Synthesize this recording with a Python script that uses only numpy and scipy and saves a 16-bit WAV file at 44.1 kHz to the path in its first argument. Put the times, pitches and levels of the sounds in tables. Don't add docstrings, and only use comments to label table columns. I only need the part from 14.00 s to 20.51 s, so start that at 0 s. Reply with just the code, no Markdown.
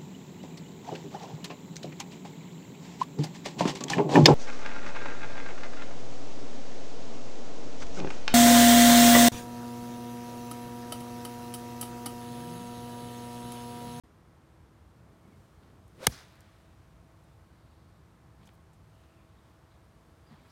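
import sys
import numpy as np
from scipy import signal
from scipy.fft import rfft, irfft, next_fast_len
from scipy.io import wavfile

SR = 44100
rng = np.random.default_rng(int(sys.argv[2]) if len(sys.argv) > 2 else 0)


def output_pcm(signal):
    pcm = np.clip(np.atleast_2d(signal).T, -1, 1) * 32767
    wavfile.write(sys.argv[1], SR, np.round(pcm).astype(np.int16))


N = 287091
TIME = np.arange(N) / SR
BITE_S, SMACK_S, THUMP_S = 2.066806, 2.069477, 2.0705

# (frequency [Hz], relative level [dB])
RUMBLE_COLOUR = [(20, -36), (35, -20), (55, 0.5), (75, 1), (110, -.5), (165, -6), (230, -18), (400, -32.5),
                 (1500, -70)]
FLUTTER_COLOUR = [(80, -20), (165, 3), (260, -3), (360, -4), (600, -15), (1500, -24), (5000, -50)]
HUSH_COLOUR = [(120, -31), (200, -2), (273, -4.5), (373, -6), (647, -9), (709, -8.5), (1100, -9.5),
               (2650, -22), (7830, -30.5), (8900, -32), (14600, -35.5), (16000, -48.5)]
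# (peak time [s], level [dB], rise [s])
FLUTTER_SWELLS = [(.15, -64, 0.67), (.75, -69, .4), (1.08, -60, .32), (1.29, -57.5, 0.19),
                  (1.71, -58.5, 0.26), (2.4, -71, .4), (4.44, -70, 0.17), (6.33, -64, .1)]
# (multiple of the engine pitch, level [dB], waver [dB])
MOWER_TONES = [(.494, -71, 4), (1, -71, 1.8), (1.47, -83, 3), (3.31, -82, 3), (4.01, -85, 3)]
# (time [s], level [dB])
MOWER_OCTAVE = [(0, -78), (0.7, -80), (1.2, -72), (1.45, -78.5), (2.3, -71), (3.6, -73.5), (4.07, -82),
                (4.4, -71.5), (4.85, -76), (5.0, -71.5), (5.7, -70.5), (5.95, -77), (6.1, -72), (6.51, -74)]
# (time [s], length [s], start pitch [Hz], end pitch [Hz], blur [Hz], level [dB])
BIRDS_AND_LEAVES = [(1.21, 0.081, 2260, 2170, 60, -79), (1.31, .065, 2210, 2130, 60, -76),
                    (3.351, 0.77, 4210, 4090, 1200, -80.5), (4.88, 0.27, 2890, 2810, 500, -79),
                    (5.04, 0.26, 2600, 2520, 450, -77.5), (5.365, 0.033, 3750, 3620, 300, -76.5),
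                    (5.69, 0.085, 3900, 3700, 700, -78), (6.264, .03, 4850, 4800, 160, -73),
                    (6.285, .04, 4750, 4600, 250, -77), (6.379, .04, 2300, 2200, 300, -71),
                    (6.44, .05, 2400, 2250, 500, -74), (6.493, 0.033, 4900, 5150, 800, -67.5)]

# (peak time [s], level [dB], rise [s])
TURNS = [(1.4, -74, 0.54), (1.98, -73, .3), (2.6, -77.5, 0.83), (3.25, -79.5, 0.89), (3.75, -85, .6),
         (4.45, -79, .25), (4.98, -76.5, 0.46), (5.48, -76.5, 0.18), (5.76, -81, .4), (6.12, -78.5, 0.71),
         (6.51, -71, 0.22)]
SCUFFS = [(1.635, -67, 0.068), (3.6, -81, 0.49), (4.43, -67, 0.08), (5.28, -75, 0.78), (6.325, -64, 0.097),
          (6.46, -68.5, 0.18)]
TREADS = [(4.415, -65, .06), (4.49, -66, .05), (6.322, -59.5, 0.035)]
# (frequency [Hz], relative level [dB])
CLOTH_COLOUR = [(500, -2), (1500, -1), (3500, 0.5), (5500, -3.5), (8000, -4), (12000, -7), (16000, -12)]
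SCUFF_COLOUR = [(300, 0), (600, -3), (950, 1.5), (1700, -4), (2250, -6.5), (2700, -12), (3200, -7),
                (4700, -10.5), (5600, -20.5), (12000, -32.5)]
TREAD_COLOUR = [(200, 5), (400, -7), (950, -2), (1400, -12), (3000, -26), (9000, -45)]
# (time [s], pitch [Hz], level [dB], time to peak [s])
BUMPS = [(2.092, 69, -36.5, 0.012), (2.089, 225, -44, .008), (2.072, 48, -39, .011),
         (2.073, 305, -41, 0.0075), (2.121, 140, -46, 0.01), (4.39, 194, -58.5, .025),
         (4.44, 200, -55.5, .02), (6.30, 149, -52.5, 0.024), (6.305, 222, -50.5, 0.019)]
# (time [s], level [dB], pitch [Hz], time to fade 60 dB [s])
TICKS = [(1.879, -59, 9450, 0.024), (2.284, -64.5, 12050, 0.0087), (2.326, -62, 12980, 0.0081),
         (2.355, -59, 12000, .008), (2.4063, -49, 7900, 0.009), (2.411, -66, 9000, .02),
         (2.417, -59.5, 9000, .008), (3.239, -66.5, 8500, .04), (4.431, -58, 2300, .018),
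         (4.456, -59, 5800, .04), (4.463, -64, 10000, .08), (4.467, -59, 5500, .02),
         (4.472, -54.5, 6800, .015), (4.475, -53, 3320, 0.018), (4.4903, -50, 1960, 0.011),
         (4.491, -56, 3000, .01), (4.533, -66.5, 12500, .05), (4.542, -62, 10500, .025),
         (4.552, -63, 12000, .014), (4.732, -62, 7460, .1), (5.036, -64, 3600, 0.04)]

# (delay [s], level [dB], rise [s], hold [s], fall [s])
ECHOES = [(.06, -55.5, .08, 0.079, 0.14), (.24, -64, .2, 0.033, 0.74)]
# (frequency [Hz], relative level [dB])
ECHO_COLOUR = [(200, -3.5), (450, -4), (900, -.5), (1450, 0), (2200, -3.5), (2750, -7), (3600, -5.5),
               (7000, -18), (16000, -29)]
SHREDS_COLOUR = [(7000, -4), (9400, 1), (12000, -3), (16000, -5)]
SPRAY_COLOUR = [(190, 5), (300, 1.5), (480, -16), (1000, -11), (1500, -5), (2300, -4.5), (2750, -9.5),
                (3500, -2), (5000, -3), (6500, -6), (8000, -12), (9500, -11), (12000, -18), (16000, -23.5)]
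# (frequency [Hz], relative level [dB])
SHAFT_WAKE_COLOUR = [(600, -6), (950, 0), (1700, -8), (4000, -25), (12000, -36)]
HEAD_WAKE_COLOUR = [(200, -1), (700, 2), (1500, -1), (2200, -4), (4000, -5.5), (6000, -11), (9000, -14),
                    (12500, -20.5), (16000, -26.5)]
TEAR_COLOUR = [(300, 0), (700, 1), (1500, 1), (2400, -1), (4000, -3), (5500, 1), (7600, -3), (10000, 0),
               (13500, -3), (16000, -5)]
# (pitch [Hz], level [dB], time to peak [s])
KNOCK_TONES = [(465, -25.4, .00428), (715, -29.5, .0042), (870, -22.2, .00332), (1244, -23.9, .00354),
               (1556, -27.7, .00378), (1752, -21.8, .00272), (2145, -22.0, .00326), (2957, -18.7, .00213),
               (3298, -25.2, .0036), (3630, -26.0, .00271), (4215, -25.6, .00242), (4631, -34.9, .00405),
               (5062, -29.3, .00347), (5574, -32.9, .00378), (5948, -34.1, .00367), (6548, -26.3, .00344),
               (8362, -27.2, .00275), (8922, -29.5, .00347), (13244, -32.2, .00288)]
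SMACK_TONES = [(3723, -14.2, .0006), (5870, -9.8, .0004), (9302, -5.9, .00035), (12233, -13.1, .00041),
               (14890, -21.8, .00053)]
STEEL_TONES = [(2388, -46, 0.0074), (9190, -63.5, 0.04)]


def from_db(db):
    return 10 ** (np.asarray(db) / 20)


def rms_one(x):
    return x / np.sqrt(np.mean(x ** 2) + 1e-20)


def wander(rate_hz):
    targets = rng.standard_normal(4096)
    return np.interp(TIME * rate_hz, np.arange(len(targets)), targets)


def swell(peak_s, db, rise_s, fall_s, hold_s=0):
    before = np.maximum(peak_s - TIME, 0)
    after = np.maximum(TIME - peak_s - hold_s, 0)
    return from_db(db - 20 * np.minimum(before / rise_s + after / fall_s, 10))


def swells(rows, fall_ratio):
    return np.sqrt(sum(swell(s, db, rise_s, fall_ratio * rise_s) ** 2 for s, db, rise_s in rows))


def noise(colour, grain_db=0):
    grain_times = TIME[::44]
    grains = np.interp(TIME, grain_times, rng.standard_normal(len(grain_times)))
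    white = rng.standard_normal(N) * from_db(grain_db * grains)
    hz, db = np.transpose(colour)
    size = next_fast_len(N)
    bins_hz = np.arange(size // 2 + 1) * SR / size + 1e-3
    gain = from_db(np.interp(np.log(bins_hz), np.log(hz), db))
    gain *= np.minimum(bins_hz / hz[0], 1) ** 2
    return rms_one(irfft(rfft(white, size) * gain, size)[:N])


def resonate(x, hz, width_hz):
    r = np.exp(-np.pi * width_hz / SR)
    return signal.lfilter([1, 0, -1], [1, -2 * r * np.cos(2 * np.pi * hz / SR), r * r], x)


def struck(start_s, tones):
    out = np.zeros(N)
    on = (TIME > start_s) & (TIME < start_s + .5)
    t = TIME[on] - start_s
    for hz, db, peak_s in tones:
        age = t / peak_s
        out[on] += from_db(db) * (age * np.exp(1 - age)) ** 3 * np.sin(2 * np.pi * hz * t)
    return out


def wind():
    return swell(peak_s=1.03, db=-58, rise_s=8, fall_s=12, hold_s=3.4) * noise(RUMBLE_COLOUR)


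def flutter():
    return np.hypot(from_db(-81), swells(FLUTTER_SWELLS, fall_ratio=1.32)) * noise(FLUTTER_COLOUR)


def hush():
    return from_db(-64.5) * noise(HUSH_COLOUR)


def insects():
    return from_db(-89.5) * rms_one(resonate(rng.standard_normal(N), hz=8700, width_hz=310))


def mower(engine_hz=326.3):
    phase = 2 * np.pi * np.cumsum(engine_hz + 1.3 * wander(6)) / SR
    octave_db = np.interp(TIME, *np.transpose(MOWER_OCTAVE)) + 1.4 * wander(5)
    hum = from_db(octave_db) * np.sin(2 * phase)
    for multiple, db, waver_db in MOWER_TONES:
        hum += from_db(db + waver_db * wander(5)) * np.sin(multiple * phase)
    return hum


def birds_and_leaves():
    out = np.zeros(N)
    for start_s, length_s, start_hz, end_hz, blur_hz, db in BIRDS_AND_LEAVES:
        on = (TIME > start_s) & (TIME < start_s + length_s)
        progress = (TIME[on] - start_s) / length_s
        phase = 2 * np.pi * np.cumsum(start_hz + (end_hz - start_hz) * progress) / SR
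        lowpass = signal.butter(2, blur_hz / 2, fs=SR, output="sos")
        blur = signal.sosfilt(lowpass, rng.standard_normal((2, SR)))[:, :len(progress)]
        band = rms_one(blur[0] * np.cos(phase) + blur[1] * np.sin(phase))
        out[on] += from_db(db) * np.sin(np.pi * progress) * band
    return out


def golfer():
    cloth = swells(TURNS, fall_ratio=1.6) * noise(CLOTH_COLOUR, grain_db=2)
    scuffs = swells(SCUFFS, fall_ratio=2.64) * noise(SCUFF_COLOUR, grain_db=2.5)
    treads = swells(TREADS, fall_ratio=1.4) * noise(TREAD_COLOUR, grain_db=3.5)
    bumps = sum(struck(start_s, [tone]) for start_s, *tone in BUMPS)
    return cloth + scuffs + treads + bumps


def ticks(broad_above_hz=5500):
    out = np.zeros(N)
    t = TIME[:SR // 5]
    for start_s, db, hz, fade_s in TICKS:
        puff = rng.standard_normal(len(t)) * from_db(-60 * t / fade_s)
        tick = resonate(puff, hz, width_hz=.45 * hz * min(hz / broad_above_hz, 1))
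        first = int(start_s * SR)
        out[first:first + len(t)] += from_db(db) * tick / np.abs(tick).max()
    return out


def echoes():
    power = sum(swell(SMACK_S + delay_s, db, rise_s, fall_s, hold_s) ** 2
                for delay_s, db, rise_s, hold_s, fall_s in ECHOES)
    return np.sqrt(power) * noise(ECHO_COLOUR, grain_db=.98)


def sand(grains_per_s=1500, low_hz=4340, high_hz=6300):
    clicks = (rng.random(N) < grains_per_s / SR) * rng.standard_normal(N)
    pitch_choice = rng.integers(0, 8, N)
    patter = sum(resonate(clicks * (pitch_choice == k) + 1e-18, hz, width_hz=260)
                 for k, hz in enumerate(np.geomspace(low_hz, high_hz, 8)))
    return swell(SMACK_S + .054, db=-55, rise_s=.025, fall_s=.091, hold_s=.037) * rms_one(patter)


def flying_turf():
    shreds_gain = swell(SMACK_S, db=-58, rise_s=.0008, fall_s=.1, hold_s=.04)
    shreds = shreds_gain * noise(SHREDS_COLOUR, grain_db=3)
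    spray = swell(SMACK_S + .062, db=-52, rise_s=.14, fall_s=.17) * noise(SPRAY_COLOUR, grain_db=2.5)
    return shreds + spray


def swish(fastest_s=2.065, speed_up_s=.1, top_hz=631):
    speed = 1 / np.sqrt(1 + 3 * ((TIME - fastest_s) / speed_up_s) ** 2)
    phase = 2 * np.pi * np.cumsum(top_hz * speed) / SR + 1.5 * wander(330)
    tone = rms_one(np.sin(phase) * from_db(4 * wander(160)))
    wake = from_db(-9.5) * noise(SHAFT_WAKE_COLOUR)
    shaft = swell(peak_s=2.026, db=-47, rise_s=.075, fall_s=.11) * (tone + wake)
    head = swell(peak_s=2.046, db=-42, rise_s=.05, fall_s=.04) * noise(HEAD_WAKE_COLOUR)
    return shaft + head


def thump(start_hz=321, end_hz=65.4, sink_s=.008):
    age = np.maximum(TIME - THUMP_S, 0)
    hz = end_hz + (start_hz - end_hz) * np.exp(-age / sink_s)
    phase = 2 * np.pi * np.cumsum(hz * (age > 0)) / SR
    return swell(THUMP_S + .0105, db=-23, rise_s=.02, fall_s=.015) * np.sin(phase)


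def strike():
    crack = struck(BITE_S, KNOCK_TONES) + struck(SMACK_S, SMACK_TONES) + struck(SMACK_S, STEEL_TONES)
    tear = swell(BITE_S, db=-35.5, rise_s=.0008, fall_s=.0055, hold_s=.0066) * noise(TEAR_COLOUR)
    return crack + thump() + tear


def scene():
    shot = swish() + strike()
    aftermath = (TIME > SMACK_S) * (flying_turf() + sand() + echoes())
    small_sounds = ticks() + golfer()
    background = insects() + wind() + flutter() + hush() + mower() + birds_and_leaves()
    return (shot + aftermath + small_sounds + background)[None]


def record(dry, start_s=.036, peak_limit=.85, cutoff_hz=16300):
    clipped = np.clip(dry * (TIME >= start_s), -peak_limit, peak_limit)
    lowpass = signal.ellip(10, .1, 80, cutoff_hz, fs=SR, output="sos")
    return signal.sosfilt(lowpass, clipped)


dry = scene()
out = record(dry)
output_pcm(out)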